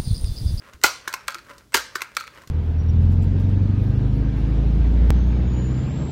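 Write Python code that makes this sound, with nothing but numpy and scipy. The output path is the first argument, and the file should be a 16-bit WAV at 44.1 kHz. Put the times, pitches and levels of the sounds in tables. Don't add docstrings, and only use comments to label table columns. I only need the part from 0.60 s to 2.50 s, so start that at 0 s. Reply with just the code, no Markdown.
import sys
import numpy as np
from scipy import signal
from scipy.fft import rfft, irfft
from scipy.io import wavfile

SR = 44100
rng = np.random.default_rng(int(sys.argv[2]) if len(sys.argv) > 2 else 0)


def undo_db(level):
    steps = np.asarray(level, float) / 20
    return 10 ** steps


def wav_record(signal):
    frames = np.transpose(np.atleast_2d(signal))
    bounded = np.clip(frames, -1, 1)
    quanta = np.round(bounded * 32767).astype(np.int16)
    wavfile.write(sys.argv[1], SR, quanta)


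N = 83790


def colour(x, points):
    hz, db = np.array(points, float).T
    grid_hz = np.arange(2049) * SR / 4096
    log_gain = np.interp(np.log(grid_hz + 1), np.log(hz), db) * np.log(10) / 20
    cepstrum = irfft(log_gain)
    folded = np.r_[cepstrum[0], 2 * cepstrum[1:2048], np.zeros(2048)]
    return signal.fftconvolve(x, irfft(np.exp(rfft(folded))))[:len(x)]


def unit(x):
    return x / np.sqrt(np.mean(x ** 2))


def band(x, hz, width):
    edges_hz = [hz / width, min(hz * width, .48 * SR)]
    return signal.sosfilt(signal.butter(4, edges_hz, "band", fs=SR, output="sos"), x)


def walk(rate_hz):
    return unit(band(rng.standard_normal(N), rate_hz, 1.76))


def decay(t, t60_s):
    return np.exp(-np.log(1000) * t / t60_s)


def add(out, at_s, sound):
    i = int(at_s * SR)
    out[i:i + len(sound)] += sound[:N - i]


# frequency in Hz, gain in dB.
HISS_COLOUR = [(30, -52), (68, -14.5), (140, 0.5), (240, 0.5), (450, -2.5), (1200, -23.5), (5000, -18.5),
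               (16000, -27.5)]


def background(t):
    out = undo_db(-59.5 + walk(1.0)) * unit(colour(rng.standard_normal(N), HISS_COLOUR))
    out += undo_db(-62.5 + 1.3 * walk(8.7)) * np.sin(2 * np.pi * 120 * t)
    out += undo_db(-62.5 + 1.16 * walk(7.3)) * unit(band(rng.standard_normal(N), 61.6, 1.46))
    return out


# frequency in Hz, gain in dB.
SCRAPE_COLOUR = [(250, -18), (570, 4), (760, -11.5), (1030, 2.5), (1550, 2), (2300, -3.5), (4000, -14),
                 (12000, -27)]
# time in seconds, level in dB.
EFFORT = [(0, -59), (.04, -53.5), (.095, -50.5), (.125, -64.5), (.15, -55.5), (.19, -81), (.47, -50.5),
          (.64, -54.5), (.84, -61), (.9, -45), (.95, -57), (1.02, -63), (1.1, -76.5), (1.34, -51.5),
          (1.53, -59), (1.72, -58), (1.78, -48.5), (1.9, -66.5)]


def piston(t):
    grains_per_s, grain_db = 1500, 2.5
    draw = rng.random((3, N))
    slips = draw[0] < grains_per_s / SR
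    grains = slips * undo_db(-grain_db * np.log(draw[1])) * np.sign(draw[2] - .5)
    level_db = np.interp(t, *np.array(EFFORT).T) + 2 + 1.2 * walk(17.0)
    return unit(colour(grains, SCRAPE_COLOUR)) * undo_db(level_db)


def part(contacts, modes, push_ms, feed_db, detune=0.016):
    spread_db, hand_damp_s, rings_on, swell_s, send_ring_s = 2.5, 0.0025, 0.45, 0.00085, 0.0079
    out, t = np.zeros((4, N)), np.arange(4096) / SR
    hz, db, t60_s = np.array(modes, float).T[:, :, None]
    small = hz[:, 0] > 950
    skirt = signal.butter(2, 850, "high", fs=SR, output="sos")
    grip = (rings_on + np.exp(-t / hand_damp_s)) * (1 - np.exp(-t / swell_s))
    for at_s, knock_db, tick_db, ms in contacts:
        chance = rng.standard_normal((3, len(modes), 1))
        noise = rng.standard_normal((2, 4096))
        level = undo_db(db + spread_db * chance[0]) * np.sign(chance[2])
        ring_hz = hz * (1 + detune * chance[1])
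        rings = level * decay(t, t60_s) * np.sin(2 * np.pi * ring_hz * t) * grip
        ring = rings[~small].sum(axis=0) + signal.sosfilt(skirt, rings[small].sum(axis=0))

        push = t * np.exp(-1000 * t / push_ms) * (1 + .4 * noise[0])
        knock = signal.fftconvolve(ring, push)[:4096]
        knock = undo_db(knock_db) * knock / np.abs(knock).max()

        contact_ms = max(ms, .1)
        fade = np.exp(-2000 * t / contact_ms) + 0.23 * np.exp(-400 * t / contact_ms)
        grit = undo_db(tick_db) * (1 - np.exp(-t / 0.00027)) * fade * noise[1]

        add(out[0], at_s, knock)
        add(out[1], at_s, grit)
        add(out[2], at_s, unit(knock * decay(t, send_ring_s)) * np.std(knock))
        add(out[3], at_s, undo_db(feed_db) * np.array([np.sqrt(np.sum(grit ** 2))]))
    return out


# time in seconds, body knock in dB, bright tick in dB.
RATTLE = [(0.039, -42, -70), (.128, -42.5, -66), (.134, -40, -50), (0.2146, -39.5, -50.5),
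          (0.225, -44.5, -58), (.231, -27.5, -50), (0.631, -48, -64), (0.848, -59, -61), (.899, -52, -54),
          (.908, -36, -59), (0.934, -47, -58.5), (.981, -46, -48.5), (1.121, -38.5, -52),
          (1.13, -32.5, -53), (1.747, -58, -57.5), (1.756, -48, -80), (1.774, -34.5, -60),
          (1.784, -36, -58), (1.819, -48, -54.5), (1.835, -43.5, -60), (1.874, -45, -47.5)]
# mode in Hz, level in dB, T60 in seconds.
RATTLE_MODES = [(568, -12, 0.04), (1038, -6, 0.04), (1250, -8, 0.0253), (1456, -4, 0.04),
                (1940, -2.5, 0.03), (2800, -9, 0.03)]


def rattle():
    contact_ms = 5.8
    contacts = [tuple(row) + (contact_ms,) for row in RATTLE]
    return part(contacts, RATTLE_MODES, 0.027, feed_db=3.5, detune=0.044)


# time in seconds, level in dB, frequency in Hz, T60 in seconds.
STOCK = [(.686, -33, 530, .06), (.2366, -5, 4230, .012), (.752, -45, 345, .18), (.888, -50, 600, .1),
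         (.904, -45, 565, .17), (.905, -40, 1010, .2), (.904, -46, 280, .06), (.893, -48, 1460, .1),
         (.872, -50, 1110, .1), (1.762, -48, 495, .1), (1.779, -43, 520, .05), (1.42, -46, 540, .06),
         (1.354, -44, 180, .05), (.13, -50, 200, .05), (1.569, -22, 1345, .04), (.476, -44, 180, .05),
         (1.775, -46, 300, .06), (1.835, -41, 1060, .06)]


def stock(t):
    out, u = np.zeros(N), t[:SR // 4]
    swell = 1 - np.exp(-u / 0.0015)
    for at_s, db, hz, t60_s in STOCK:
        add(out, at_s, undo_db(db - 0.5) * swell * decay(u, t60_s) * np.sin(2 * np.pi * hz * u))
    return out


# time in seconds, level in dB, frequency in Hz, T60 in seconds.
BUMPS = [
    (0.145, -38.5, 70.4, 0.16),
    (0.241, -37, 66, 0.13),
    (0.97, -54, 55.3, 0.28),
    (1.147, -41.5, 56, 0.37),
    (1.874, -37.5, 128, 0.045),
]


def bumps(t):
    out = np.zeros(N)
    for at_s, db, hz, t60_s in BUMPS:
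        add(out, at_s, undo_db(db) * decay(t, t60_s) * np.sin(2 * np.pi * hz * t))
    return out


# start in seconds, end in seconds, frequency in Hz, level in dB.
SQUEAK = [
    (.222, .236, 8100, -50),
    (1.122, 1.142, 8100, -46),
    (1.133, 1.142, 2650, -34),
]


def valve():
    out = np.zeros(N)
    for start_s, end_s, hz, db in SQUEAK:
        u = np.arange(int((end_s - start_s) * SR)) / SR
        wobble_rad = .7 * walk(130)[:len(u)]
        add(out, start_s, undo_db(db) * np.sqrt(u / (end_s - start_s)) * np.sin(2 * np.pi * hz * u + wobble_rad))
    return out


# time in seconds, body knock in dB, bright tick in dB, contact length in ms.
SLAM_FIRST = [(.2354, -44.5, -31, 1.5), (.2371, -21.5, -5, 1.3), (.2378, -18.5, -8, 1.35),
              (.2394, -8, -10.5, 1.2), (.2411, -7.5, -22, 3), (.2428, 0.5, -20, 4), (.2447, -5.5, -21.5, 3),
              (.2468, -18.5, -21, 4), (.2515, -20, -25, 6), (.2565, -22, -28, 6), (.2625, -16.5, -24, 6)]
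SLAM_SECOND = [(1.1413, -16.5, -20.5, 1.8), (1.1435, -3, -7.5, 1.78), (1.1450, -4, -11.5, 2.04),
               (1.1471, -1.5, -22, 2.9), (1.1503, -16.5, -15, 1.8), (1.1535, -15, -17.5, 2),
               (1.156, -11, -23, 2.3), (1.1612, -31, -27.5, 5.4), (1.1675, -18, -22, 4),
               (1.1735, -16, -28, 7.3)]
# mode in Hz, level in dB, T60 in seconds.
FIRST_MODES = [(305, -5.5, 0.023), (391, -2.5, 0.018), (864, -5.5, 0.085), (848, -0.5, 0.034),
               (1150, -11.5, 0.029), (1444, 4, 0.05), (1675, -4.5, 0.03), (2058, 5.5, 0.03),
               (464, -17.5, 0.015), (2850, -15, 0.08), (2530, -3.5, 0.058), (4130, -2.5, 0.015)]
SECOND_MODES = [(290, -1, 0.017), (385, -3, 0.024), (910, -3, 0.036), (1005, -7, 0.012), (1123, -8.5, 0.1),
                (1413, 4, 0.077), (1650, 0, 0.063), (2054, 3.5, 0.025), (490, -3, 0.017),
                (2870, -2.5, 0.069), (2210, -3.5, 0.026), (640, -6, 0.026)]


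def slam():
    first = part(SLAM_FIRST, FIRST_MODES, 0.033, feed_db=3.5, detune=0.0068)
    return first + part(SLAM_SECOND, SECOND_MODES, 0.028, feed_db=2.0, detune=0.0046)


# time in seconds, body knock in dB, bright tick in dB, contact length in ms.
LATCH = [
    (.4762, -12, -34.5, 5.6),
    (.4798, -28, -28, 3.7),
    (.491, -29, -47, 3.9),
    (1.353, -37, -36, 5.7),
    (1.3558, -11, -29, 3.4),
    (1.3585, -32, -27.5, 2.1),
    (1.367, -26, -39, 2.4),
]
# mode in Hz, level in dB, T60 in seconds.
LATCH_MODES = [(366, -14, 0.055), (1097, 1, 0.034), (1340, -2.5, 0.0092), (1533, 8, 0.014),
               (1725, -4, 0.034), (2146, -10, 0.047), (3880, -14, 0.045), (4800, -11, 0.015)]


def latch():
    return part(LATCH, LATCH_MODES, 0.034, feed_db=-0.5)


# time in seconds, body knock in dB, bright tick in dB, contact length in ms.
HINGE = [
    (.5275, -29, -34.5, 3.4),
    (.5372, -23.5, -29, 0.42),
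    (.5387, -12, -24, 4),
    (.544, -29, -41, 0.92),
    (1.407, -24.5, -40, 3),
    (1.415, -27.5, -47, 3.4),
    (1.4184, -13, -27, 4.2),
    (1.423, -35, -50, 1.2),
]
# mode in Hz, level in dB, T60 in seconds.
HINGE_MODES = [(363, -27.5, 0.041), (1047, -11.5, 0.047), (1407, -5.5, 0.016), (1560, -40, 0.026),
               (2090, -6, 0.033), (2480, -1, 0.0086), (2720, -8, 0.028), (5560, -7, 0.036)]


def hinge():
    return part(HINGE, HINGE_MODES, 0.075, feed_db=-4.0)


# time in seconds, body knock in dB, bright tick in dB, contact length in ms.
STOP = [(.672, -44, -57, 12), (.6805, -27.5, -24, 2.4), (.6816, -15, -21.5, 1.4), (.6838, -10, -46, 1.1),
        (.6895, -20.5, -45, 2.5), (.697, -30, -47, 3), (.705, -31, -39, 3), (.719, -39, -42.5, 2.4),
        (.7225, -33, -41, 2), (.7445, -25, -33.5, 3.8), (.7465, -32.5, -40, 1.7), (.752, -24.5, -52, 1.8),
        (.7845, -30, -39.5, 0.88), (.7895, -33.5, -46, 2), (1.549, -57, -50.5, 14),
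        (1.5675, -8.5, -19, 1.9), (1.571, -9.5, -34, 2.6), (1.599, -50, -42.5, 10), (1.608, -24, -42, 4.2),
        (1.639, -30, -47, 2), (1.670, -38, -49, 4.5), (1.677, -27, -44, 1.8)]
# mode in Hz, level in dB, T60 in seconds.
STOP_MODES = [(491, -22.5, 0.022), (1136, -16, 0.047), (1333, -2, 0.037), (1524, -6.5, 0.018),
              (1860, -3, 0.011), (2385, 7, 0.0073), (3350, -6, 0.02), (4340, 3.5, 0.01)]


def stop():
    return part(STOP, STOP_MODES, 0.081, feed_db=-1.5)


# frequency in Hz, gain in dB.
TICK_COLOUR = [(800, -28), (2500, 7.5), (4300, 11), (6500, 9.5), (9000, 4), (10500, -1), (12500, 3),
               (16000, -5)]


def lever():
    knocks, grit, knock_feed, grit_feed = slam() + latch() + hinge() + stop() + rattle()
    body_cut = signal.butter(4, 261, "high", fs=SR, output="sos")
    near = signal.sosfilt(body_cut, knocks + colour(grit, TICK_COLOUR))
    feed = signal.sosfilt(body_cut, knock_feed + colour(grit_feed, TICK_COLOUR))
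    return near, feed


# band in Hz, T60 in seconds, level in dB.
ROOM = [(257, 0.41, -15), (626, 0.3, -10), (1124, 0.27, -6), (2160, 0.37, -10), (4370, 0.37, -8.5),
        (7800, 0.31, -12), (13700, 0.2, -11.5)]


def room(x):
    first_echo_s, build_s = 0.001, 0.012
    t = np.arange(SR // 2 + SR // 4) / SR
    tail = 0
    for hz, t60_s, db in ROOM:
        noise = unit(band(rng.standard_normal(len(t)), hz, np.sqrt(2) if hz < 6000 else 1.28))
        fade = decay(t, t60_s)
        tail = tail + undo_db(db) * noise * fade * np.sqrt(hz / SR * 0.98 / np.sum(fade ** 2))
    onset = np.clip((t - first_echo_s) / build_s, 0, 1)
    return signal.fftconvolve(x, tail * onset * undo_db(2.17 * walk(134.6)[:len(t)]))[:N]


def scene():
    t = np.arange(N) / SR
    near, feed = lever()
    slide = piston(t) + valve() + stock(t)
    mix = near + slide + room(feed + slide) + background(t) + bumps(t)
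    return mix[None]


def low_pass(x):
    return signal.sosfilt(signal.butter(12, 16820, fs=SR, output="sos"), x)


def record(dry):
    top_hz = 15800
    step = signal.ellip(6, .2, 20, top_hz, fs=SR, output="sos")
    wall = signal.ellip(10, .2, 70, 1.055 * top_hz, fs=SR, output="sos")
    rounded = np.tanh(0.81 * dry) / 0.8
    return low_pass(signal.sosfilt(np.r_[step, wall], rounded))


dry = scene()
out = record(dry)
wav_record(out)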